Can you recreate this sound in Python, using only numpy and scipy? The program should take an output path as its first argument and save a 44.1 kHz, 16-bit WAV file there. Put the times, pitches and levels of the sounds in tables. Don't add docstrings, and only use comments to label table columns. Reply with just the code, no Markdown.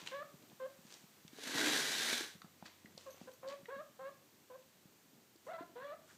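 import sys
import numpy as np
from scipy import signal
from scipy.fft import rfft, irfft, next_fast_len
from scipy.io import wavfile
from scipy.ndimage import map_coordinates

SR = 44100
rng = np.random.default_rng(int(sys.argv[2]) if len(sys.argv) > 2 else 0)


def inscribe(sig):
    pcm = np.round(np.clip(np.atleast_2d(sig).T, -1, 1) * 32767)
    wavfile.write(sys.argv[1], SR, pcm.astype(np.int16))


def ratio_of_db(decibels):
    return 10 ** (np.asarray(decibels, float) / 20)


N = 272097


def unit(x):
    return x / np.sqrt(np.mean(x ** 2) + 1e-20)


def noise():
    return rng.standard_normal(N)


def along(points, hz):
    f, v = np.transpose(points)
    return np.interp(np.log(hz + 1), np.log(f + 1), v)


def curves(rows, t):
    s, *cols = np.transpose(rows)
    return [np.interp(t, s, c) for c in cols]


def wobble(rate_hz):
    knots = rng.standard_normal(int(N * rate_hz / SR) + 4)
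    return map_coordinates(knots, [np.arange(N) * rate_hz / SR])


def filtered(x, response):
    m = next_fast_len(N + 8192)
    return irfft(rfft(x, m) * response(np.fft.rfftfreq(m, 1 / SR)), m)[:N]


def modes(table):
    def response(f):
        return sum(ratio_of_db(db) * 1j * f * w / (c * c - f * f + 1j * f * w) for c, w, db in table)
    return response


def lowpass(corner_hz, order):
    return lambda f: 1 / (1 + (f / corner_hz) ** order)


def swell_db(t, start, end, rise_s, fall_s):
    early = np.clip(start - t, 0, None) / rise_s
    late = np.clip(t - end, 0, None) / fall_s
    return -20 * (early + late)


# start t/s, length t/s, level/dB, low pitch f/Hz, held pitch f/Hz
SQUEAKS = [(.114, 0.12, -51, 473.4, 558.8), (.597, 0.074, -52, 505, 509.5), (3.059, 0.047, -56.5, 513, 533),
           (3.271, 0.029, -55.5, 498, 509.5), (3.426, 0.12, -51.5, 519.8, 577.4),
           (3.682, 0.14, -53, 453, 543.4), (3.989, 0.11, -54.5, 516, 554), (4.498, .066, -54.5, 495, 489.7),
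           (5.464, 0.066, -53.5, 442, 690), (5.529, 0.042, -53.5, 656, 653), (5.579, 0.06, -57.5, 647, 678),
           (5.754, .19, -54.5, 468, 557)]
# climb t/s, opening catch f/Hz, closing flick f/Hz, mouth opening level/dB, shrillness level/dB
EFFORT = [(0.0348, 94, 91, 0.5, -3), (0.035, 48, 77, 0, -6), (.03, 97, 5.5, -5, -12),
          (0.0087, 1, 4.3, -2, -14), (0.138, 17, 12, -0.5, -14), (0.0355, 2.6, 140, 0, -4),
          (0.1026, 5, 35, 2, -3), (.02, 48, 68, -5.5, -5), (.04, 89, 4, -4, 1), (0.023, 42, 5, 0.5, 1),
          (0.021, 3, 5, -4, 4), (0.089, 27.6, 142, -0.5, -1)]
RASP = [(.03, .25, .08), (.05, .3, .08), (.05, .45, .2), (.05, .6, .5), (.1, 1, .35), (.1, .4, .12),
        (.5, .3, .15), (.12, .5, .2), (.15, .7, .5), (.1, .5, .3), (.9, .6, .5), (.2, .65, .35)]
# f/Hz, level/dB
THROAT = [(1900, -5), (2300, -11), (2800, -15), (3500, -15), (4200, -20), (6000, -44)]
# f/Hz, width f/Hz, level/dB
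HOARSE = [(600, 430, 18), (1500, 600, -15)]
ATTACK_S, RELEASE_S, SETTLE_S = 0.0064, 0.0043, 0.045
CATCH_S, FLICK_S, OVERSHOOT = 0.00915, 0.01727, 1.6
SWELL_DB, SPENT_DB = -0.5, 0.5
SECOND_DB, THIRD_DB, CLOSING_DB = -4.5, -9.5, -4
LAX_DB, LAX_S = -4.5, 0.082
END_ROUGH, HOARSE_DB = 0.3, -12


def squeaks():
    out, jitter, shimmer = np.zeros(N), wobble(90), wobble(45)
    flutter = [wobble(600) for k in range(8)]
    drift = [wobble(35) for k in range(8)]
    hoarse = unit(filtered(noise(), lambda f: modes(HOARSE)(f) * lowpass(3200, 4)(f)))
    for squeak, effort_row, rasp in zip(SQUEAKS, EFFORT, RASP):
        start, length, db, low_hz, held_hz = squeak
        climb, catch_hz, flick_hz, mouth_db, shrill_db = effort_row
        doubled, rough_start, rough_settled = rasp
        cut = slice(round(start * SR), round((start + length) * SR))
        t = np.arange(cut.stop - cut.start) / SR

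        effort = 1 - np.exp(-(t / climb) ** 1.495) * np.cos(OVERSHOOT * t / climb)
        closing = np.exp((t - length) / FLICK_S)
        hz = low_hz + (held_hz - low_hz) * effort
        hz = hz + catch_hz * np.exp(-t / CATCH_S) + flick_hz * closing
        gate = np.clip(np.minimum(t / ATTACK_S, (length - t) / RELEASE_S), 0, 1)
        gate = gate * ratio_of_db(db + SWELL_DB * effort - SPENT_DB * closing)

        unsettled = np.exp(-(t / SETTLE_S) ** 2)
        doubling = doubled * unsettled
        rough = rough_settled + (rough_start - rough_settled) * unsettled + END_ROUGH * closing

        shut_db = mouth_db + LAX_DB * (1 - effort) * climb / LAX_S + CLOSING_DB * closing
        third_db = THIRD_DB + 1.78 * shut_db
        level_db = [0, SECOND_DB + shut_db, third_db]
        level_db += [third_db + shrill_db + along(THROAT, k * hz) for k in range(4, 9)]

        phase = 2 * np.pi * np.cumsum(hz * (1 + 0.012 * jitter[cut])) / SR
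        out[cut] += gate * ratio_of_db(HOARSE_DB) * rough ** 1.5 * (1 + np.sin(phase)) * hoarse[cut]
        for k, part_db in enumerate(level_db, 1):
            tone = np.sin(k * phase + 1.2 * k * k) + doubling * np.sin((k + 0.5) * phase)
            blur = 1 + 0.5 * rough * (k - 0.45) * flutter[k - 1][cut]
            level = ratio_of_db(part_db + 0.74 * shimmer[cut] + 2.3 * drift[k - 1][cut])
            out[cut] += np.sqrt(2) * gate * level * blur * tone
    return out


# t/s, level/dB
DRAG = [
    (1.3, -65.5),
    (1.444, -49.5),
    (1.564, -40.5),
    (1.702, -35.5),
    (1.754, -37),
    (1.876, -40.5),
    (2.096, -39),
    (2.218, -44.5),
    (2.3, -58),
]
# f/Hz, density level/dB per Hz
MAT = [(71, -49), (120, -3), (282, 0), (469, 2.5), (563, -2.5), (623, -1), (1240, -4), (1650, 3),
       (2810, -8.5), (3810, -7), (5170, -9.5), (5960, -9.5), (11000, -20), (14600, -24), (15500, -36)]
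# f/Hz, width f/Hz, level/dB
SHEET = [(3750, 700, -6)]
# f/Hz, width f/Hz, level/dB
CREASE = [(1604, 100, 0), (1820, 470, 0)]
# f/Hz, width f/Hz, level/dB
THRUM = [(275, 88, 0)]
# from t/s, to t/s, rise t/s, fall t/s
FOLD = (1.515, 1.697, 0.12, 0.031)
FOLD_DB, FOLD_IDLE_DB, WEIGHT_DB, FOLD_WEIGHT_DB = 3.5, -15.5, -5, 4.5
TAUT_SHARE, FOLD_SLACK = 0.22, 0.45


def drag():
    t = np.arange(N) / SR
    fold = ratio_of_db(swell_db(t, *FOLD))
    fade_in = np.clip((t - DRAG[0][0]) / 0.083, 0, 1)
    fade_out = np.clip((DRAG[-1][0] + 0.074 - t) / 0.067, 0, 1)
    force = fade_in * fade_out * ratio_of_db(curves(DRAG, t)[0] - 1.14)

    grit = noise() * ratio_of_db(1.8 * wobble(250) + 1.2 * wobble(30))
    colour = lambda f: ratio_of_db(along(MAT, f)) * (1 + abs(modes(SHEET)(f)))
    low = lowpass(2400, 6)
    hiss = unit(filtered(grit, lambda f: colour(f) * (1 - low(f))))
    body = unit(filtered(grit, lambda f: colour(f) * low(f)))

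    slack, taut = (unit(filtered(grit, modes([mode]))) for mode in CREASE)
    tension = np.clip(TAUT_SHARE - FOLD_SLACK * fold + 0.2 * wobble(4.8), 0, 1)
    crease = np.sqrt(1 - tension) * slack + np.sqrt(tension) * taut
    body = body + ratio_of_db(-13 + wobble(5.2)) * crease

    thrum = unit(filtered(noise(), lambda f: modes(THRUM)(f) ** 2))
    drumming = ratio_of_db(-8) * (ratio_of_db(FOLD_DB) * fold + ratio_of_db(FOLD_IDLE_DB)) * thrum
    weight = ratio_of_db(WEIGHT_DB + FOLD_WEIGHT_DB * fold - 1.5)
    return force * (ratio_of_db(0.71 * wobble(8.97)) * hiss + weight * body + drumming)


def band_burst(t, hz, t60_s):
    puff = ratio_of_db(-60 * t / t60_s) * rng.standard_normal(len(t))
    for stage in range(2):
        puff = signal.lfilter(*signal.iirpeak(hz, 1.6, SR), puff)
    return puff / np.abs(puff).max()


# t/s, peak level/dB, f/Hz, high part level/dB
TICKS = [(0.0638, -39, 2490, -6), (0.0731, -29.5, 2980, -20), (0.425, -51, 3850, -25),
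         (0.499, -50, 3670, -14), (0.9246, -41, 4570, -16), (0.9398, -40, 4540, -10),
         (1.279, -45.5, 2740, 15), (2.4186, -44.5, 3870, -19), (2.657, -43, 1740, -17),
         (2.663, -42, 3860, -17), (2.6814, -60, 2080, -15), (2.8583, -45.5, 1960, -16),
         (2.978, -34.5, 4300, -10), (3.3167, -53, 3250, -5), (3.4776, -41, 3940, -13),
         (3.486, -38, 4500, -13), (3.5024, -49, 4900, -16), (3.5107, -47, 3020, -12),
         (3.6565, -40.5, 2000, -32), (4.6259, -55, 3070, -14), (5.36, -55, 4590, 0),
         (0.517, -53, 662, -10), (1.386, -46.5, 730, 4), (2.13, -35, 1560, 9), (2.353, -54, 1500, -7),
          (2.418, -42.5, 1230, -16), (2.445, -51, 1090, -15), (2.625, -40, 776, -21),
          (2.976, -44.5, 550, 10), (3.144, -51, 600, -4), (3.174, -52.5, 730, -9), (3.212, -48, 705, -9)]


def claws(t):
    for s, db, hz, high_db in TICKS:
        crack = ratio_of_db(high_db - 15) * band_burst(t, 5900, 0.011)
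        ring = band_burst(t, hz, 0.017)
        yield s, ratio_of_db(db - 3) * (crack + ring)


# t/s, peak level/dB, f/Hz
PATS = [(0.027, -51.5, 171), (0.169, -56, 188), (0.341, -47.5, 173), (0.528, -51.5, 191),
        (0.789, -53.5, 190), (0.85, -52.5, 200), (1.039, -53.5, 178), (1.249, -46.5, 173.4),
        (1.331, -49.5, 275), (1.386, -47.5, 427), (1.47, -44, 244), (1.555, -35, 255), (1.678, -36, 275),
        (2.042, -58, 276), (2.128, -37.5, 245), (2.207, -40, 335), (2.352, -49, 177), (2.444, -46, 184),
        (2.625, -44.5, 205), (2.846, -49, 211), (2.95, -50, 166), (3.214, -44, 215), (3.259, -51, 252),
        (3.63, -52, 183), (3.764, -50.5, 224), (4.66, -63, 183), (4.855, -49, 168), (5.356, -56, 327),
        (5.608, -43, 315), (5.734, -58, 294)]


def pats(t):
    for s, db, hz in PATS:
        push = ratio_of_db(db + 5.5 - 60 * t / 0.034) * (1 - np.exp(-t / 0.00061))
        yield s, push * np.sin(2 * np.pi * hz * t)


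# t/s, level/dB
BELL = [
    (3.105, -69),
    (3.13, -69),
    (3.25, -91),
    (3.335, -72),
]
# f/Hz, level/dB, t60 t/s
BRASS = [(4500, 0, 0.078), (5870, 7, 0.067), (6500, 5, 0.11), (12000, 2, 0.1)]


def bell(t):
    for s, db in BELL:
        ring = np.zeros(len(t))
        for hz, mode_db, t60_s in BRASS:
            decay = ratio_of_db(db + mode_db + rng.normal(0, 3) - 60 * t / t60_s)
            ring += decay * np.sin(2 * np.pi * hz * rng.normal(1, 0.015) * t)
        yield s, ring


def taps():
    out, t = np.zeros(N + SR), np.arange(SR // 5) / SR
    for source in (claws, pats, bell):
        for s, hit in source(t):
            out[round(s * SR):][:len(t)] += hit
    crease = np.exp(-((np.arange(N) / SR - 6.105) / 0.023) ** 2)
    return out[:N] + ratio_of_db(-63.5) * crease * unit(filtered(noise(), modes([(1480, 380, 0)])))


# loudest t/s, level/dB, rise t/s, fall t/s, bright part level/dB
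SCUFFS = [(.002, -50.5, 0.012, 0.13, -2), (0.074, -49, 0.021, 0.043, 5), (.11, -56, .04, 0.17, -20),
          (.935, -58, 0.15, 0.15, 8), (2.661, -50.5, 0.011, 0.026, -1), (2.68, -62, 0.13, 0.22, -12),
          (2.985, -62, .005, 0.16, 8), (3.24, -62.5, 0.39, 0.095, 3), (3.318, -71.5, .02, 0.073, 16),
          (3.5, -50.5, 0.037, 0.062, -4), (3.58, -67, 0.089, .03, -12), (5.46, -68.5, .04, 0.11, 11.5),
          (6.105, -67.5, 0.1, 0.24, 11)]
# f/Hz, density level/dB per Hz
SCUFF = [(180, -35), (300, 1), (744, -6.5), (985, -1.5), (1240, -5.5), (2980, -2.5), (5210, -5),
         (6900, -5.5), (9290, -12), (15500, -56)]


def scuffs():
    out, t = np.zeros(N), np.arange(N) / SR
    grit = noise() * ratio_of_db(2.8 * wobble(400))
    low = lowpass(5500, 6)
    dull = unit(filtered(grit, lambda f: ratio_of_db(along(SCUFF, f)) * low(f)))
    fine = unit(filtered(grit, lambda f: ratio_of_db(along(SCUFF, f)) * (1 - low(f))))
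    for s, db, rise_s, fall_s, bright_db in SCUFFS:
        level = ratio_of_db(db - 4 + swell_db(t, s, s, rise_s, fall_s))
        out += level * (dull + ratio_of_db(bright_db - 11) * fine)
    return out


# f/Hz, t60 t/s
ROOM = [(200, 0.41), (600, 0.37), (2000, 0.37), (6000, 0.34), (14000, 0.38)]


def room(x, turns):
    out, step = np.zeros(2 * N), N // turns + 1
    for start in range(0, N, step):
        hz, t, z = signal.stft(rng.standard_normal(SR // 2), SR, nperseg=256)
        decay = ratio_of_db(-60 * t / along(ROOM, hz)[:, None])
        tail = signal.istft(z * decay, SR, nperseg=256)[1]
        wet = signal.fftconvolve(x[start:start + step], tail / np.linalg.norm(tail))
        out[start + 200:][:len(wet)] += wet
    return out[:N]


# t/s, level/dB
AIR = [(0, -63.5), (.15, -65), (1.25, -65), (2.45, -66.5), (6.17, -68)]
# f/Hz, density level/dB per Hz
HISS = [(40, -34), (70, -19), (120, -4), (240, -6), (330, -8.5), (540, -11), (1000, -10.5), (2500, -12.5),
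        (4200, -13), (7000, -13.5), (8500, -15.5), (9800, -22), (11500, -17), (15500, -14)]
RUMBLE_DB = -2.5


def air():
    tone_db = curves(AIR, np.arange(N) / SR)[0]
    low = lowpass(420, 4)
    hiss = filtered(noise(), lambda f: ratio_of_db(along(HISS, f)) * np.sqrt(1 - low(f)))
    rumble = filtered(noise(), lambda f: ratio_of_db(along(HISS, f)) * np.sqrt(low(f)))
    lumps = ratio_of_db(2.2 * wobble(30) + 1.5 * wobble(4))
    return ratio_of_db(tone_db) * (unit(hiss) + ratio_of_db(RUMBLE_DB) * lumps * unit(rumble))


# t/s, level/dB
HUM = [(0, -84), (.7, -98), (2.1, -82), (2.6, -80), (3.1, -75.5), (3.6, -87), (5.2, -88), (6.1, -81)]
HUM_HZ = 90.3


def hum():
    phase = 2 * np.pi * np.cumsum(HUM_HZ * (1 + 0.012 * wobble(5.5))) / SR
    return ratio_of_db(curves(HUM, np.arange(N) / SR)[0] + 10.5) * np.sin(phase)


def scene():
    voice = ratio_of_db(4) * squeaks()
    pull = drag()
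    contact = taps() + scuffs()
    wet = room(ratio_of_db(-6.5) * voice + ratio_of_db(-8) * contact + ratio_of_db(-6) * pull, turns=22)
    mono = voice + contact + pull + wet + air() + hum()
    return np.array([mono, mono])


def band_limit(x):
    return signal.sosfilt(signal.butter(12, 15690, fs=SR, output="sos"), x)


# f/Hz, width f/Hz, level/dB
NOTCH = [(5190, 400, -11)]


def record(dry):
    def capsule(f):
        bass_cut = (1j * f / (95 + 1j * f)) ** 3
        return bass_cut * (1 - modes(NOTCH)(f)) * lowpass(15350, 90)(f)
    own = ratio_of_db(-103) * unit(filtered(noise(), lowpass(70, 4)))
    mix = np.array([filtered(channel, capsule) + own for channel in dry])
    return band_limit(mix)


dry = scene()
out = record(dry)
inscribe(out)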